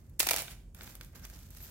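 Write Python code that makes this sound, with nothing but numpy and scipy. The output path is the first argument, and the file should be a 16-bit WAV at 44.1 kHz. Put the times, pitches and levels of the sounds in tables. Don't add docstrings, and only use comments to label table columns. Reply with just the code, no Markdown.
import sys
import numpy as np
from scipy import signal
from scipy.fft import rfft, irfft, next_fast_len
from scipy.io import wavfile
from scipy.ndimage import map_coordinates

SR = 44100
rng = np.random.default_rng(int(sys.argv[2]) if len(sys.argv) > 2 else 0)


def transcribe(u):
    v = np.clip(np.atleast_2d(u).T, -1, 1)
    q = np.round(v * 32767).astype(np.int16)
    wavfile.write(sys.argv[1], SR, q)


N = 74970

# f/Hz, level/dB
VENT_SPECTRUM = [(28, -26), (43, 2.5), (90, -1.5), (135, -6.5), (300, -19), (1500, -47.5), (4000, -53),
                 (7500, -44), (15000, -53)]
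# f/Hz, t60/s
ROOM_T60 = [(250, 0.53), (14000, 0.38)]
# f/Hz, likeness (1 = identical)
VENT_LIKENESS = [(60, 0.99), (250, 0.9), (5000, 0.16)]
ROOM_LIKENESS = [(500, 0.46), (1500, 0.62), (4000, 0.1)]
BAG_LIKENESS = [(500, 0.98), (1500, 0.55), (4000, 0.22), (12000, 0.2)]
# f/Hz, level/dB
LEFT_OVER_RIGHT = [(200, -1.45), (2300, -3), (8500, -4), (13000, 0.7)]
# t/s, f/Hz, level/dB
SQUEAK_GLIDE = [(1.58, 11900, -69.5), (1.635, 12830, -48.5), (1.69, 14400, -68)]
# t/s, half length/s, level/dB
BRUSH_STROKES = [(1.245, 0.0095, -54), (1.343, 0.008, -58.5)]
# t/s, body level/dB, hiss over body/dB
RUSTLE_LEVELS = [(0, -71.5, 0.5), (.18, -79.5, -4.5), (.738, -110, -15), (.752, -61.5, -2.5),
                 (.825, -57.5, 3.5), (.89, -58, 7), (.995, -69.5, 1), (1.02, -60, -1), (1.122, -81, 10.5),
                 (1.135, -65, -3), (1.16, -56.5, 3), (1.21, -63.5, 2.5), (1.25, -56, -0.5), (1.28, -70, 6),
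                 (1.35, -62, 6), (1.49, -69.5, 6), (1.55, -70.5, 11.5), (1.61, -64.5, 10.5), (1.7, -58, 4)]
# f/Hz, level/dB
PAPER_BODY = [(60, -8.5), (135, 18.5), (330, 7), (600, 5), (950, 3), (1650, 5), (2400, -1), (3800, -13.5),
              (15000, -43)]
PAPER_HISS = [(500, -21.5), (2500, -4), (7000, -1), (10000, -6.5), (12500, 1), (15500, -4)]
# t/s, level/dB, treble/dB
CREASE_FLIPS = [(.0970, -49, 16), (0.4809, -17.5, -13.5), (.7480, -30.5, 10), (0.81, -20, -13),
                (0.8339, -34.5, 16), (0.876, -26, -9), (.9535, -27.5, 10), (1.0115, -19.5, -3.5),
                (1.0470, -36, 12.5), (1.2515, -24, 5.5), (1.2540, -27, -9), (1.3003, -31, 8),
                (1.5057, -39, 15), (1.5495, -35, 8.5), (1.5710, -33, 11.5), (1.6050, -31, -3)]
# f/Hz, level/dB
SLACK_FILM = [(150, -11), (400, -3), (900, -5), (1600, -1), (14000, -4.5)]
TAUT_FILM = [(80, -31.5), (200, -12), (380, -5.5), (720, 0), (1150, -3.5), (2400, 0), (4500, -1.5),
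             (15500, -5)]
# f/Hz, level/dB, t60/s
SLACK_MODES = [(1580, -27, .02), (2350, -29, .025), (3650, -27, .012)]
TAUT_MODES = [(706, -58.5, 0.3), (2315, -37, 0.071)]
# t/s, level/dB
PULL_LEVELS = [(.190, -100), (.192, -53), (.202, -33), (.211, -52.5), (.225, -36.5), (.255, -47),
               (.287, -43), (.325, -71.5), (.362, -52.5), (.40, -35.5), (.44, -56), (.53, -51.5),
               (.6, -104)]
# t/s, level/dB, bass/dB, treble/dB
SEAL_SNAPS = [(.1963, -11, -19, 18.5), (.2023, 2.5, -5, 3), (.2040, 4, -4, -5.5), (.2083, -6, -3.5, 7),
              (.2304, -8.5, 0.5, 2.5), (.2686, -6, 7, -2), (.2712, -6.5, 8.5, 7), (.2892, 2, -13, -2.5),
              (.2963, -7, 3, 2), (.3101, -2.5, 3.5, 9), (.3123, -1.5, 5, -1.5), (.3160, -7, 5, -1.5),
              (.3340, -6, 2, 3), (.3413, -9.5, 9.5, 4.5), (.3537, -20, 5, -5.5), (.3630, -8.5, 0, 9.5),
              (.3729, -6, -6, -3), (.3839, -8, -2, -1), (.3912, -11.5, -11, 2.5), (.4213, -26.5, 9, 19)]

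STRAIN_S, CRACK_S, QUIVER_S = 0.0012, 0.00032, 0.0027
STRAIN_DB, QUIVER_DB = -5.5, -1
DULL_RING = 0.15


def amp(db):
    return 10 ** (np.asarray(db) / 20)


def unit(x):
    return x / np.sqrt(np.mean(x ** 2) + 1e-20)


def along(points, hz):
    f, values = np.transpose(points)
    return np.interp(np.log(hz + 1), np.log(f + 1), values)


def curves(rows):
    times, *columns = np.transpose(rows)
    return [np.interp(np.arange(N) / SR, times, column) for column in columns]


def wobble(rate):
    return map_coordinates(rng.standard_normal(N), [np.arange(N) * rate / SR])


def filtered(x, response):
    n = x.shape[-1]
    size = next_fast_len(n + SR // 4)
    return irfft(rfft(x, size) * response(np.fft.rfftfreq(size, 1 / SR)), size)[..., :n]


def minimum_phase(db, size=2048):
    cepstrum = irfft(np.log(amp(db(np.fft.rfftfreq(size, 1 / SR)))))
    cepstrum[1:size // 2] *= 2
    cepstrum[size // 2 + 1:] = 0
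    return irfft(np.exp(rfft(cepstrum)))


def spread(pair, likeness):
    turn = lambda hz: np.arccos(np.clip(along(likeness, hz), -1, 1)) / 2
    mid, side = filtered(pair, lambda hz: np.array([np.cos(turn(hz)), np.sin(turn(hz))]))
    return np.array([mid + side, mid - side])


def burst(decay_s, size=2048):
    noise = rng.standard_normal((2, size)) * np.exp(-np.arange(size) / SR / decay_s)
    spectrum = rfft(np.pad(noise, ((0, 0), (size, 0))))
    return irfft(np.exp(1j * np.angle(spectrum)))


def narrow_noise(hz, width_hz):
    flutter = np.array([wobble(2 * width_hz) + 1j * wobble(2 * width_hz) for _ in range(2)])
    carrier = np.exp(2j * np.pi * np.cumsum(hz) / SR)
    return unit(spread(np.real(flutter * carrier), BAG_LIKENESS))


def ventilation(air_db=-52.5, hum_hz=45, hum_db=-60):
    air = spread(rng.standard_normal((2, N)), VENT_LIKENESS)
    rumble = unit(filtered(air, lambda hz: amp(along(VENT_SPECTRUM, hz))))
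    hum = unit(np.sin(2 * np.pi * hum_hz * np.arange(N) / SR + wobble(2)))
    return amp(air_db) * rumble + amp(hum_db) * hum


def room(x, tail_db=-9.5, build_s=0.002, early_db=-16.5, reflections=8):
    hz, t, noise = signal.stft(rng.standard_normal((2, SR * 3 // 4)), SR, nperseg=256)
    decay = amp(-60 * t / along(ROOM_T60, hz)[:, None])
    tail = signal.istft(noise * decay, SR, nperseg=256)[1]
    build_up = 1 - np.exp(-np.arange(tail.shape[1]) / SR / build_s)
    response = spread(tail, ROOM_LIKENESS) * build_up
    response *= amp(tail_db) / np.linalg.norm(response[0])
    for channel in response:
        arrivals = (rng.uniform(.002, .025, reflections) * SR).astype(int)
        channel[arrivals] += amp(early_db) / np.sqrt(reflections)
    return signal.fftconvolve(x, response, axes=1)[:, :N]


def finger_squeak():
    hz, level_db = curves(SQUEAK_GLIDE)
    sliding = np.arange(N) / SR > SQUEAK_GLIDE[0][0]
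    return sliding * amp(level_db) * narrow_noise(hz, width_hz=1500)


def finger_brushes(centre_hz=5690):
    t = np.arange(N) / SR
    strokes = sum(amp(db) * np.exp(-((t - at_s) / half_s) ** 2) for at_s, half_s, db in BRUSH_STROKES)
    return strokes * narrow_noise(np.full(N, centre_hz), width_hz=1000)


def crackle(spectrum, per_s, scatter_db, clump_db):
    sizes = amp(scatter_db * np.minimum(rng.exponential(size=N), 3) + clump_db * wobble(90))
    hits = (rng.random(N) < per_s / SR) * sizes * rng.standard_normal((2, N))
    colour = minimum_phase(lambda hz: along(spectrum, hz))
    return unit(signal.fftconvolve(spread(hits, BAG_LIKENESS), colour[None], axes=1)[:, :N])


def film_clicks(rows, film, modes, pitch_scatter=0, ring_samples=8192):
    out = np.zeros((2, N + SR))
    t = np.arange(ring_samples) / SR
    for at_s, db, bass_db, treble_db in rows:
        tone = [(600, bass_db), (1600, 0.032), (4000, 0.018), (11000, treble_db)]
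        colour = minimum_phase(lambda hz: along(film, hz) + along(tone, hz))
        dull_db = max(-treble_db, 0)
        stretch = amp(dull_db)
        strain = amp(STRAIN_DB) * burst(STRAIN_S * stretch)[:, ::-1]
        motion = strain + burst(CRACK_S * stretch) + amp(QUIVER_DB) * burst(QUIVER_S)
        lead = motion.shape[1] // 2
        until_crack_s = np.arange(lead)[::-1] / SR
        motion[:, :lead] *= np.exp(-(until_crack_s / (2 * STRAIN_S * stretch)) ** 2)
        click = signal.fftconvolve(spread(motion, BAG_LIKENESS), colour[None], axes=1)
        tuning = np.exp(pitch_scatter * rng.standard_normal())
        ring = np.zeros(ring_samples)
        for hz, mode_db, t60 in modes:
            envelope = amp(mode_db + DULL_RING * dull_db - 60 * t / t60)
            ring += envelope * np.sin(2 * np.pi * tuning * hz * t + rng.uniform(0, 2 * np.pi))
        at = round(at_s * SR)
        out[:, at - lead:at - lead + click.shape[1]] += amp(db) * click
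        out[:, at:at + ring_samples] += amp(db) * ring
    return out[:, :N]


def digging():
    body_db, bright_db = curves(RUSTLE_LEVELS)
    body = amp(body_db) * crackle(PAPER_BODY, per_s=4700, scatter_db=0, clump_db=1.5)
    hiss = amp(body_db + bright_db) * crackle(PAPER_HISS, per_s=8400, scatter_db=5, clump_db=2.5)
    creases = [(at_s, db, 0, treble_db) for at_s, db, treble_db in CREASE_FLIPS]
    return body + hiss + film_clicks(creases, SLACK_FILM, SLACK_MODES, pitch_scatter=.07)


def seal():
    pull_db, = curves(PULL_LEVELS)
    snaps = film_clicks(SEAL_SNAPS, TAUT_FILM, TAUT_MODES)
    return snaps + amp(pull_db) * crackle(TAUT_FILM, per_s=9000, scatter_db=3, clump_db=2.5)


def scene(left_lag_s=.00008):
    bag = seal() + digging() + finger_brushes() + finger_squeak()
    delays_s = left_lag_s * np.array([[.5], [-.5]])
    direct = filtered(bag, lambda hz: np.exp(-2j * np.pi * hz * delays_s))
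    return direct + room(bag) + ventilation()


def record(dry, ceiling=.36, top_hz=16100):
    heard = filtered(dry, lambda hz: amp(along(LEFT_OVER_RIGHT, hz) * np.array([[.5], [-.5]])))
    rounded = heard / (1 + (heard / ceiling) ** 4) ** .25
    return filtered(rounded, lambda hz: np.clip((top_hz - hz) / 600 + .5, 0, 1) ** 2)


dry = scene()
out = record(dry)
transcribe(out)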